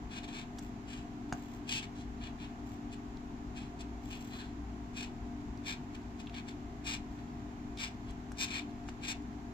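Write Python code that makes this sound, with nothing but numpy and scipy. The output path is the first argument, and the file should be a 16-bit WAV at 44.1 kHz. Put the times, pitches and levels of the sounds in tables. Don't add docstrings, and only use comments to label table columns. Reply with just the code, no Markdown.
import sys
import numpy as np
from scipy import signal
from scipy.fft import rfft, irfft, next_fast_len
from scipy.io import wavfile

SR = 44100
rng = np.random.default_rng(int(sys.argv[2]) if len(sys.argv) > 2 else 0)


def file_out(sig):
    cols = np.atleast_2d(sig).T
    lim = np.clip(cols, -1, 1)
    pcm = np.round(lim * 32767).astype(np.int16)
    wavfile.write(sys.argv[1], SR, pcm)


N = 420272
FFT_SIZE = next_fast_len(N + 2048, True)


def from_db(db):
    return 10 ** (np.asarray(db) / 20)


def rms_one(x):
    return x / np.sqrt(np.mean(x ** 2) + 1e-20)


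def at_hz(points, hz):
    f, value = np.transpose(points)
    return np.interp(np.log(np.maximum(hz, 1)), np.log(f), value)


def bins():
    return np.arange(FFT_SIZE // 2 + 1) * SR / FFT_SIZE


def filtered(x, response):
    return irfft(rfft(x, FFT_SIZE) * response, FFT_SIZE)[..., :N]


def band(x, edges_hz, kind, order=2):
    return signal.sosfilt(signal.butter(order, edges_hz, kind, fs=SR, output="sos"), x)


def below(x, hz, order=3):
    return band(band(x, hz, "low", order)[::-1], hz, "low", order)[::-1]


def drift(rate, size=N):
    hz = np.arange(2049) * SR / N
    slow = irfft(rfft(rng.standard_normal(4096)) / (1 + (hz / rate) ** 2))
    return np.interp(np.linspace(0, len(slow) - 1, size), np.arange(len(slow)), rms_one(slow))


def resonate(x, hz, width_hz):
    r = np.exp(-np.pi * width_hz / SR)
    feedback = [1, -2 * r * np.cos(2 * np.pi * hz / SR), r * r]
    return signal.lfilter(np.array([1, 0, -1]) * (1 - r * r) / 2, feedback, x + 1e-18)


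def add(out, start_s, sound):
    i = int(start_s * SR)
    out[i:i + len(sound)] += sound[:N - i]


def pressure(t, length_s, attack_db_per_s, arch_db, release_db_per_s, swell_db=0):
    along = np.clip(t / length_s, 0, 1) - .5
    hold = swell_db * along - arch_db * (2 * along) ** 2
    attack = attack_db_per_s * np.maximum(-t, 0)
    release = release_db_per_s * np.maximum(t - length_s, 0)
    return from_db(hold - attack - release)


def echoes(x, first_s, t60_s, level_db):
    t = np.arange(SR // 2) / SR
    noise = band(rng.standard_normal((2, len(t))), 3400, "low", order=1)
    tail = noise * (t > first_s) * from_db(-60 * t / t60_s)
    tail /= np.sqrt(np.sum(tail ** 2, axis=1, keepdims=True))
    return from_db(level_db) * signal.fftconvolve(x, tail, axes=1)[:, :N]


def hum(drone_hz=60, waver_hz=0.679, step=16):
    # (time [s], level [dB])
    drone_levels = [(0.0, -51), (0.53, -70), (0.58, -56), (1.88, -73), (1.99, -48), (2.84, -63),
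                    (3.95, -47), (4.35, -64), (4.62, -42.5), (5.1, -65), (5.28, -47), (5.76, -66),
                    (5.97, -51), (6.5, -61), (6.66, -50), (8.92, -57.5), (9.48, -49), (9.53, -57)]
    # (pitch [Hz], level [dB], flutter [dB])
    hum_tones = [(51.65, -61, 7.5), (96.9, -58.5, 1.5), (113.9, -60, 3.5), (147.7, -62, 3.5),
                 (200.5, -61.5, 0), (215.6, -60, 3.5), (243.5, -49.5, 1), (291.1, -53, 3.5),
                 (359, -65.5, 3), (400.7, -62, 1), (698, -66.5, 3.5)]
    t = np.arange(0, N, step) / SR
    tones = from_db(np.interp(t, *np.transpose(drone_levels))) * np.sin(2 * np.pi * drone_hz * t)
    for hz, db, flutter_db in hum_tones:
        turns = hz * t + waver_hz * np.cumsum(drift(1.776, len(t))) * step / SR + rng.random()
        tones += from_db(db + flutter_db * drift(11.3, len(t))) * np.sin(2 * np.pi * turns)
    return signal.resample_poly(np.sqrt(2) * tones, step, 1, window="blackmanharris")[:N]


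def fans(air_db=-48.5, hum_lean_db=1.0):
    # (frequency [Hz], relative level [dB])
    rush = [(15, -24), (24, 6), (42, -3.5), (57, 2.5), (74, -5.5), (130, -4), (180, -4.5), (285, 0),
            (380, -7.5), (460, -15), (570, -18), (700, -8), (1000, -11.5), (1300, -17)]
    hiss = [(1700, -19), (2400, -23), (3200, -27.5), (5000, -32), (7200, -31), (9000, -52.5),
            (12000, -43.5), (15500, -58)]
    # (frequency [Hz], likeness [-1 to 1])
    likeness = [(60, 1), (380, 0.88), (550, 0.088), (700, 0.61), (870, -0.046), (1300, -0.43), (2200, 0.11),
                (4000, -0.069)]
    # (frequency [Hz], left minus right [dB])
    balance = [(150, 6.5), (400, 0), (830, 2.5), (1000, -4), (1700, -2.5), (2400, -1.5), (4000, 0.7),
               (12000, 1)]
    hz, sides = bins(), np.array([[1], [-1]])
    mid, side = rng.standard_normal((2, N))
    alike = np.clip(at_hz(likeness, hz), -1, 1)
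    colour = from_db(at_hz(rush + hiss, hz) + sides * at_hz(balance, hz) / 2)
    shared = filtered(mid, colour * np.sqrt(1 + alike))
    opposite = sides * filtered(side, colour * np.sqrt(1 - alike))
    return from_db(air_db) * rms_one(shared + opposite) + hum() * from_db(sides * hum_lean_db)


def legs(level_db=-80, swing_db=6, grain_db=8.0):
    effort = from_db(swing_db * np.minimum(drift(20.0), 1.5) - grain_db * drift(120))
    return from_db(level_db) * rms_one(band(effort * rng.standard_normal(N), [1700, 5500], "band"))


def skin(grain_db=5):
    # (start [s], length [s], level [dB])
    slides = [(0.578, 0.072, -57.5), (1.325, 0.24, -59.5), (2.667, 0.077, -62.5), (4.044, 0.33, -57.5),
              (7.113, 0.07, -69)]
    # (frequency [Hz], relative level [dB])
    colour = [(800, -22), (1800, 6), (2800, 7.5), (4500, -1.5), (7500, 6), (9300, -13.5), (12000, -10.5),
              (15000, 0)]
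    t = np.arange(N) / SR
    force = sum(from_db(db) * pressure(t - s, length_s, attack_db_per_s=600, arch_db=2,
                                       release_db_per_s=250) for s, length_s, db in slides)
    grains = rng.standard_normal(N) * from_db(grain_db * drift(130))
    return force * rms_one(filtered(grains, from_db(at_hz(colour, bins()))))


def knocks():
    # (time [s], peak level [dB])
    hits = [(0.587, -46), (1.3247, -24), (8.318, -39), (8.887, -36.5)]
    # (pitch [Hz], width [Hz], relative level [dB])
    modes = [(150, 92, 5.5), (320, 66, 5), (740, 130, 4.5), (1570, 280, -0.5), (2290, 150, -11),
             (2850, 130, -8.5)]
    out, blow = np.zeros(N), signal.unit_impulse(SR // 20)
    rings = sum((-1) ** k * from_db(db) * resonate(blow, hz, width)
                for k, (hz, width, db) in enumerate(modes))
    thud = band(rings, 3200, "low")
    for s, db in hits:
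        add(out, s, from_db(db) * thud / np.abs(thud).max())
    return out


def claws(slip_s=0.0018, snap_gain=0.012):
    # (time
    # [s], peak level [dB], pitch [Hz], resonance width [Hz])
    catches = [(0.584, -40, 3170, 3500), (0.5886, -42, 6500, 2780), (0.593, -53, 6200, 3500),
               (1.324, -42, 4130, 2200), (1.3246, -38, 6400, 1990), (1.3318, -39.5, 6700, 900),
               (3.169, -49.5, 3950, 1500), (3.8144, -52, 4190, 1500), (5.5733, -52.5, 5060, 2500),
               (5.9536, -56, 4150, 1500), (6.27, -40, 2900, 900), (6.294, -44.5, 2930, 1600),
               (6.3412, -40.5, 2720, 2370), (6.4904, -47, 3440, 1200), (7.772, -40, 3720, 2500),
               (7.786, -36.5, 3300, 2500), (8.107, -52, 6500, 5000), (7.802, -37, 3930, 2500),
               (8.318, -47.5, 6170, 4000), (8.887, -41, 1990, 2200), (9.221, -59, 5970, 4000)]
    out, t = np.zeros(N), np.arange(SR // 40) / SR
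    for s, db, hz, width_hz in catches:
        slip = rng.standard_normal(len(t)) * t * np.exp(-t / slip_s)
        ring = resonate(resonate(slip, hz, width_hz), hz, width_hz)
        snap = snap_gain * (hz / 3000) ** 3 * band(slip, [1200, 5000], "band")
        tick = ring + snap
        add(out, s, from_db(db) * tick / np.abs(tick).max())
    return out


def tooth_clicks(speed, top_teeth_per_s=880, jitter=.27, uneven_db=3.0, friction=.07):
    gaps, sizes = rng.standard_normal((2, 1024))
    rub = rng.standard_normal(SR // 2)[:len(speed)]
    travel = np.cumsum(top_teeth_per_s * speed) / SR
    tooth_places = np.cumsum(np.exp(jitter * np.clip(gaps, -2, 2)))
    at = np.searchsorted(travel, tooth_places)
    hit = at < len(speed)
    clicks = np.zeros(len(speed))
    clicks[at[hit]] = from_db(uneven_db * np.minimum(sizes[hit], 1))
    return rms_one(clicks / np.sqrt(speed)) + friction * rub


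def shell(clicks, lightness_db, grip, detune_spread=0.0047):
    # (pitch [Hz], width [Hz], relative level [dB])
    modes = [(1430, 330, -6), (1716, 170, -7), (2199, 130, -7), (2441, 170, 9), (2746, 250, 1.5),
             (3021, 200, 0), (3480, 380, -4), (3674, 230, 3), (4223, 140, 1), (4990, 480, -3),
             (5660, 480, -4.5), (6358, 300, -6), (6847, 220, -8), (7271, 700, -4), (7700, 450, -11),
             (14000, 4000, -8)]
    loads = rng.standard_normal((len(modes), 2)) * (-1.5 + 0.5 * lightness_db)
    damping = 1 + 0.085 * lightness_db + 0.35 * max(grip, 0)
    out = 0
    for (hz, width, db), (detune, load_db) in zip(modes, loads):
        bending = grip * (2300 < hz < 2900)
        woody_db = 0.99 * lightness_db * (hz < 1900)
        gain = from_db(db + load_db + woody_db + 7.5 * bending)
        pitch = hz * (1 + 0.069 * bending) * np.exp(detune_spread * detune)
        out = out + gain * resonate(clicks, pitch, width * damping)
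    return out


def stroke(t, length_s, level_db, swell_db, release_db_per_s, treble_db, grip,
           hard_db=-40, judder_db=1.8):
    force = pressure(t, length_s, attack_db_per_s=849, arch_db=1.58,
                     release_db_per_s=release_db_per_s, swell_db=swell_db)
    speed = np.maximum(force / force.max(), from_db(-20)) ** .28
    clicks = tooth_clicks(speed)
    loudness = force * from_db(level_db + judder_db * drift(55)[:len(t)])
    ring = shell(clicks, lightness_db=max(hard_db - level_db, 0), grip=grip)
    rounded = below(ring, 8400, order=5)
    chirp = rms_one(rounded + from_db(-14) * (ring - rounded))
    body = below(chirp, 4300)
    return loudness * (body + from_db(treble_db) * (chirp - body))


def chirps():
    # (start [s], length [s], level [dB], swell from start to end [dB], release [dB/s],
    # treble lift [dB], finger grip [0 usual, 1 tight])
    strokes = [ (0.118, 0.071, -46, 2.5, 645, -4.5, 0.23), (0.24, 0.0079, -45.5, -1, 610, -4.5, 0),
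               (0.285, 0.021, -49, 1, 580, -7, 0), (0.333, 0.077, -44, -2, 400, -5, 0),
               (0.885, 0.096, -51.5, 0.5, 248, -0.5, 0.19), (1.694, 0.089, -38, 3.5, 700, 5, 1.3),
               (1.83, 0.0096, -44.5, -1, 620, -3.5, 0.16), (1.959, 0.058, -58.5, 2.5, 505, 1.5, 0.71),
               (2.215, 0.062, -49, 3, 540, -5.5, 0.52), (2.402, 0.043, -50.5, 0.5, 249, -6, 0.22),
               (2.928, 0.012, -50.5, -1, 700, 1.5, 0.35), (3.56, 0.064, -51, 0, 296, -4, 0.39),
               (3.805, 0.0083, -47, 2.5, 805, 1, 0.25), (4.11, 0.038, -50.5, -0.5, 243, 2, 1.3),
               (4.321, 0.12, -49, 1.5, 300, -5, 0.041), (4.972, 0.074, -42, -4.5, 478, 0, 0.35),
               (5.661, 0.066, -38.5, 6.5, 600, -2.5, 0), (5.95, 0.0058, -48.5, -0.5, 885, -2, 0),
               (6.2, 0.0093, -51.5, 0.5, 800, 0, 0.24), (6.347, 0.051, -46, 3.5, 1230, -6.5, 0),
               (6.486, 0.0072, -46, 0.5, 570, -3, 0), (6.867, 0.078, -37, -1, 528, -0.5, 0.15),
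               (7.185, 0.012, -58.5, 2, 600, -3, 0.3), (7.796, 0.056, -38.5, 4.5, 445, -2, 0),
               (8.08, 0.027, -55.5, 2, 597, -0.5, 0.23), (8.402, 0.039, -32, 2, 758, 5.5, 0),
               (8.485, 0.036, -40.5, 3, 494, -4, 0.12), (8.539, 0.053, -36, -2.5, 586, -4.5, 0),
               (8.89, 0.0069, -50.5, -4.5, 1010, -2, 0.19), (9.036, 0.022, -40.5, 3, 890, -2.5, 0.036),
               (9.081, 0.041, -37, 0, 1195, 1, 0), ]
    out, t = np.zeros(N), np.arange(-.06, .22, 1 / SR)
    for s, *shape in strokes:
        add(out, s + t[0], stroke(t, *shape))
    return out


def right_side(x, delay_s=0.00023):
    # (frequency [Hz], gain [dB], extra phase lag [rad])
    right_response = [(700, -3, -.7), (1000, 1, .7), (1500, -6, 1.1), (1750, -3, 4.8), (1900, 3.5, 5.7),
                      (2100, -4.5, 6.8), (2420, -10, 9.6), (2600, -1, 11.5), (3170, -1.5, 11.5),
                      (3300, 4, 12.8), (3450, 1, 13.2), (3560, -7, 12.3), (3950, -2, 11.6), (4060, 4, 12.3),
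                      (4220, -3, 13.4), (4600, 0, 12.5), (4800, -4, 13.3), (5100, -2, 13.1),
                      (5600, -6, 13.3), (6500, -8, 13.5), (6900, -2, 13.1), (7900, -15, 13.7),
                      (9500, -14, 14), (12000, -8, 14), (14600, -3, 12)]
    hz, rows = bins(), np.array(right_response)
    gain = from_db(at_hz(rows[:, [0, 1]], hz))
    lag = 2 * np.pi * hz * delay_s + at_hz(rows[:, [0, 2]], hz)
    return filtered(x, gain * np.exp(-1j * lag))


def scene():
    beetle = chirps() + skin() + legs()
    direct = np.array([beetle, right_side(beetle)]) + knocks() + claws()
    desk = echoes(direct, first_s=.001, t60_s=.035, level_db=[[-24], [-20]])
    room = echoes(direct, first_s=0.0048, t60_s=0.18, level_db=-12.5)
    return direct + desk + room + fans()


def record(dry):
    cutoff_hz = 15400
    return signal.sosfilt(signal.ellip(10, .1, 80, cutoff_hz, fs=SR, output="sos"), dry)


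dry = scene()
out = record(dry)
file_out(out)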